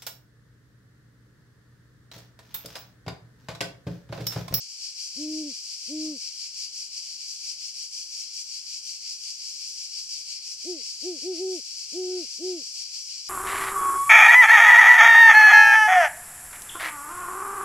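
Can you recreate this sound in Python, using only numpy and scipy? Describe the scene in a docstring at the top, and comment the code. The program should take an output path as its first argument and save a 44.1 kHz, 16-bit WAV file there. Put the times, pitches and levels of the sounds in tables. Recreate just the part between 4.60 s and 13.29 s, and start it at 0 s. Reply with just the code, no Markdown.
"""Two owls and night insects

In dry open scrub a low owl gives two hoots and a higher one answers with a run of five. Each hoot is a
nearly pure tone from a swollen throat that scoops up, holds and sags. A chorus of insects throbs about
six times a second throughout, its clicks merging into a hiss, over faint air and a very faint hum."""
import sys
import numpy as np
from scipy import signal
from scipy.fft import rfft, irfft, next_fast_len
from scipy.io import wavfile
from scipy.ndimage import uniform_filter1d

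SR = 44100
rng = np.random.default_rng(int(sys.argv[2]) if len(sys.argv) > 2 else 0)


def store_wav(level_fs):
    """Save 16-bit WAV to argv[1]."""
    pcm = np.round(np.clip(np.atleast_2d(level_fs), -1, 1) * 32767)
    wavfile.write(sys.argv[1], SR, pcm.T.astype(np.int16))


N = 383229


# Each owl's hoots: start_s, length_s, top_pitch_hz, hold (2 sags at once, 12 sags late), level_db
LOW_OWL_HOOTS = [(0.543, 0.41, 309, 12.3, -32.5), (1.262, 0.34, 310.4, 10.6, -32.5)]
HIGH_OWL_HOOTS = [(6.028, 0.22, 367.8, 3, -32), (6.405, 0.22, 369.4, 3.6, -30.5),
                  (6.603, 0.42, 379.5, 14.1, -28.5), (7.307, 0.37, 383.1, 10.5, -27.5),
                  (7.771, 0.28, 369.7, 6.0, -29.5)]
# Overtones in full voice, before the throat shapes them: pitch_multiple, level_db
LOW_OWL_OVERTONES = [(2, -53.5), (3, -80), (4, -81)]
HIGH_OWL_OVERTONES = [(2, -56), (3, -82), (4, -79.5)]

def owls():
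    """The low owl calls and the higher one answers."""
    call = owl_voice(LOW_OWL_HOOTS, LOW_OWL_OVERTONES, db_per_octave=48, full_voice_db=-40.5)
    answer = owl_voice(HIGH_OWL_HOOTS, HIGH_OWL_OVERTONES, db_per_octave=44.5, full_voice_db=-57)
    return call + answer


# The closed beak muffles the overtones except at one windpipe resonance: frequency_hz, gain_db
THROAT_EQ = [(850, -0.5), (1150, -4), (1360, -5), (1480, 3.5), (1600, -9)]

def owl_voice(hoots, overtones, db_per_octave, full_voice_db, waver=.0035, rough_db=.11, flicker_db=2.02):
    """The swollen throat boosts the fundamental near the top of a hoot; weak overtones level off early."""
    pitch, loudness = hoot_phrase(hoots, db_per_octave)
    pitch = pitch * (1 + waver * wander(60))
    loudness = loudness * undb(rough_db * wander(300))
    phase = phase_of(pitch)
    voice = loudness * np.sin(phase)
    for k, db in overtones:
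        # the higher the overtone, the more voice it needs and the less steady it is
        drive = np.tanh(loudness / undb(full_voice_db + 3 * (k - 3.5)))
        flicker = flicker_db * (k - 1.5) * wander(25)
        throat_db = np.interp(k * pitch, *np.transpose(THROAT_EQ))
        voice = voice + drive * undb(db + throat_db + flicker) * np.sin(k * phase)
    return np.sqrt(2) * voice


# The voice slackens briefly within a hoot: centre_s, pitch_drop_hz, width_s
VOICE_CATCHES = [(0.65, 4.3, 0.1), (0.841, 11, 0.028), (6.767, 66, 0.067), (6.9, 3, 0.04),
                 (7.472, 20, 0.185)]

def hoot_phrase(hoots, db_per_octave, slack_hz=181.4, fade_in_s=.031, fade_out_s=.036, edge_drop=.36):
    """Pitch and loudness of the hoots: the higher the voice climbs from slack, the louder it is."""
    t = np.arange(N) / SR
    pitch, loudness = np.full(N, slack_hz), np.zeros(N)
    catch_hz = sum(drop * np.exp(-(2 * (t - at) / width) ** 2) for at, drop, width in VOICE_CATCHES)
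    for start, length, top_hz, hold, db in hoots:
        on = (t > start) & (t < start + length)
        age = t[on] - start
        hz = slack_hz + (top_hz - slack_hz) * voice_tension(age, length, hold) - catch_hz[on]
        edge = np.minimum(age / fade_in_s, (length - age) / fade_out_s)
        fade = np.sin(np.pi / 2 * np.minimum(edge, 1))
        loudness[on] = fade * undb(db + db_per_octave * np.log2(hz / top_hz))
        pitch[on] = hz * (1 - edge_drop * (1 - fade ** 2))  # lower still as the voice starts and dies
    return pitch, loudness


def voice_tension(age, length, hold, scoop_s=.037, scoop_power=1.61):
    """Tension through one hoot, 0-1: a quick scoop up, a hold, a sag."""
    scoop = 1 - np.exp(-(age / scoop_s) ** scoop_power)
    sag = (1 - (age / length) ** hold) ** 2
    return scoop * sag / np.max(scoop * sag)


def insect_chorus(chorus_db=-36, size_spread=.012, tilt_db=1, trade=.26, flutter_db=.75):
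    """Larger, duller insects and smaller, brighter ones trade the lead while the chorus throbs."""
    lead = np.pi / 4 + trade * wander(14)
    large = insect_group(1 - size_spread, -tilt_db)
    small = insect_group(1 + size_spread, tilt_db)
    blend = np.cos(lead) * large + np.sin(lead) * small
    left, right = blend * chirp_throb() * undb(flutter_db * wander(35))
    return level(np.array([lag_left(left), right]), chorus_db)


# Broad ring of the insects' bodies: frequency_hz, gain_db
BODY_EQ = [(400, -50), (1060, -38), (1900, -34), (2330, -16), (3150, -15.5), (3750, -22), (4550, -1),
           (5750, 1), (6150, -7), (7800, -9.5), (9600, -22.5), (11200, -25), (13000, -35), (15000, -45)]
# Narrow peaks and a notch on top of it: centre_hz, width_hz, gain_db
BODY_RINGS = [(4629, 62, 6), (5770, 66, -4.5), (6970, 260, 2.5)]
# Where the chorus sits in the stereo field: frequency_hz, left_minus_right_db
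CHORUS_PAN = [(2400, 3), (4500, 5), (5900, 4), (6900, 0), (8000, -2), (10500, -3), (14000, -0.5)]

def insect_group(body_shift, tilt_db, click_db=-4, scattered_db=2.5):
    """The nearest insect clicks distinctly; the rest merge into hiss, partly scattered by the bushes."""
    direct = undb(click_db) * insect_clicks() + rng.standard_normal(N)
    hz = np.arange(1025) * SR / 2048
    rings = sum(db / (1 + (2 * (hz - centre) / width) ** 2) for centre, width, db in BODY_RINGS)
    brightness = tilt_db * np.log2(np.maximum(hz, 2000) / 5000)
    body = curve_at_bins(BODY_EQ, size=2048, shift=body_shift) + rings + brightness
    pan = curve_at_bins(CHORUS_PAN, size=2048)
    left, right = direct + undb(scattered_db) * rng.standard_normal((2, N))
    return np.array([colour(left, body + pan / 2), colour(right, body - pan / 2)])


def insect_clicks(click_hz=216.75, drift=.015, jitter_cycles=.04, scatter_db=1.9):
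    """One insect's sound organ snaps a couple of hundred times a second, never quite evenly."""
    cycles = np.cumsum(click_hz * (1 + drift * wander(9))) / SR
    at = np.flatnonzero(np.diff(np.floor(cycles)))
    timing, strength = rng.standard_normal((4000, 2))[:len(at)].T
    at = np.clip(at + (jitter_cycles * timing * SR / click_hz).astype(int), 0, N - 1)
    return level(np.bincount(at, undb(scatter_db * strength), N), 0)


# Bouts of chirping in step: start_s, chirp_rate_hz, chirp_count, throb_depth (0-1), gain_db
CHIRP_BOUTS = [(0.26, 6.0, 2, 0.66, -0.9), (0.6, 6.0, 6, 0.34, -0.7), (1.643, 5.43, 5, 0.62, 0),
               (2.51, 5.6, 2, 0.22, -0.2), (2.89, 6.2, 4, 0.7, 0), (3.593, 5.48, 3, 0.6, 0.1),
               (4.121, 5.38, 4, 0.68, 0.2), (4.876, 5.2, 2, 0.28, -0.3), (5.22, 5.94, 6, 0.56, 0.1),
               (6.276, 5.88, 5, 0.45, 0.2), (7.087, 7.6, 7, 0.25, 0.3), (8.025, 5.72, 5, 0.4, 0.2)]

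def chirp_throb(squareness=.64):
    """The insects chirp evenly through each bout; the closer their unison, the deeper the throb."""
    t = np.arange(N) / SR
    chirps = [(start + k / rate, depth, db)
              for start, rate, count, depth, db in CHIRP_BOUTS for k in range(count)]
    peaks_s, depths, gains_db = np.transpose(chirps)
    lead_in_s = 2 * peaks_s[0] - peaks_s[1]
    cycle = np.interp(t, np.r_[lead_in_s, peaks_s], np.arange(len(peaks_s) + 1))
    throb = np.tanh(squareness * np.cos(2 * np.pi * np.maximum(cycle, .5))) / np.tanh(squareness)
    depth = np.interp(t, np.r_[0, peaks_s], np.r_[depths[0] / 2, depths])
    return np.sqrt(np.maximum(1 + depth * throb, 0)) * undb(np.interp(t, peaks_s, gains_db))


# How far the chorus's left side trails its right: frequency_hz, lag_rad
LEFT_LAG = [(3000, 0.74), (4300, 1.4), (6500, 0.81), (8500, 1.11), (10200, 0.092), (12500, 0)]

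def lag_left(left):
    """Hold the left side back by a phase that depends on frequency."""
    size = next_fast_len(N, True)
    return irfft(rfft(left, size) * np.exp(-1j * curve_at_bins(LEFT_LAG, size)), size)[:N]


def branch_echoes(x, echo_db=-15, spread_s=.012, count=14):
    """Nearby trunks and twigs return a few faint early echoes that ripple the treble."""
    delays = (SR * spread_s * rng.uniform(.1, 1, count)).astype(int)
    taps = np.bincount(delays, rng.choice([-1., 1.], count)) * undb(echo_db) / np.sqrt(count)
    taps[0] = 1
    return signal.fftconvolve(x, taps)[:N]


# Tone of the still night air: frequency_hz, gain_db
AIR_EQ = [(15, -44), (30, -12.5), (60, -5), (125, -4.5), (145, -9.5), (190, -6), (240, -4), (330, -9),
          (410, -10), (470, -4.5), (560, -8), (1800, -10.5), (2400, -34.5)]

def night_air(air_db=-75.5, wide_above_hz=1300):
    """A faint even rush, centred in the bass and wide higher up."""
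    tone_db = curve_at_bins(AIR_EQ, size=8192)
    mid, side = (colour(rng.standard_normal(N), tone_db) for _ in range(2))
    side = signal.sosfilt(signal.butter(2, wide_above_hz, "high", fs=SR, output="sos"), side)
    return np.array([mid + side, mid - side]) * undb(air_db) / np.std(mid)


# Fader moves on the hum's upper tone: time_s, level_db
MURMUR_FADER = [(0, -84.5), (3.5, -84), (6, -87.5), (8.69, -87.5)]

def distant_hum(hum_hz=106.3, hum_db=-84.5, partner_db=-9, beat_hz=.9, lull_s=4.66,
                murmur_hz=204, waver=.035, flutter_db=2.2):
    """Two close low tones beat slowly; a third, about an octave up, wavers into a murmur."""
    t = np.arange(N) / SR
    phase = 2 * np.pi * hum_hz * t
    beat = 2 * np.pi * beat_hz * (t - lull_s)
    drone = undb(hum_db) * (np.sin(phase) - undb(partner_db) * np.sin(phase + beat))
    murmur_db = np.interp(t, *np.transpose(MURMUR_FADER)) + flutter_db * wander(22)
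    murmur = undb(murmur_db) * np.sin(phase_of(murmur_hz * (1 + waver * wander(30))))
    return np.sqrt(2) * (drone + murmur)


def undb(db):
    """Decibels to gain."""
    return 10 ** (np.asarray(db) / 20)


def level(x, db):
    """Scale to an rms level."""
    return x * undb(db) / np.sqrt(np.mean(x ** 2))


def wander(rate_hz):
    """Smooth random drift, rms 1, that changes about rate_hz times a second."""
    steps = rng.standard_normal(N)[(np.arange(N) * rate_hz / SR).astype(int)]
    size = int(SR / rate_hz)
    return level(uniform_filter1d(uniform_filter1d(steps, size), size), 0)


def phase_of(hz):
    """Phase in radians of a moving pitch."""
    return 2 * np.pi * np.cumsum(hz) / SR


def curve_at_bins(points, size, shift=1):
    """A curve of (frequency_hz, value) at the bins of an FFT; shift scales its frequencies."""
    hz, value = np.transpose(points)
    bin_hz = np.arange(size // 2 + 1) * SR / size
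    return np.interp(np.log(bin_hz + 1), np.log(hz * shift), value)


def colour(x, db):
    """Minimum-phase EQ with the given gain per bin, so a click rings after it and not before."""
    cepstrum = irfft(np.log(undb(db)))
    half = len(cepstrum) // 2
    cepstrum[1:half] *= 2
    cepstrum[half + 1:] = 0
    return signal.fftconvolve(x, irfft(np.exp(rfft(cepstrum))))[:N]


def scene():
    """Open ground leaves no reverb tail; the owls sit in the centre, the insects lean to the left."""
    hoots = owls()
    chorus = np.array([branch_echoes(side) for side in insect_chorus()])
    return hoots + chorus + night_air() + distant_hum()


def record(dry):
    """A steep low-pass cuts the very top."""
    top_hz = 15100
    return signal.sosfilt(signal.ellip(10, .2, 80, top_hz, fs=SR, output="sos"), dry)


dry = scene()
out = record(dry)
store_wav(out)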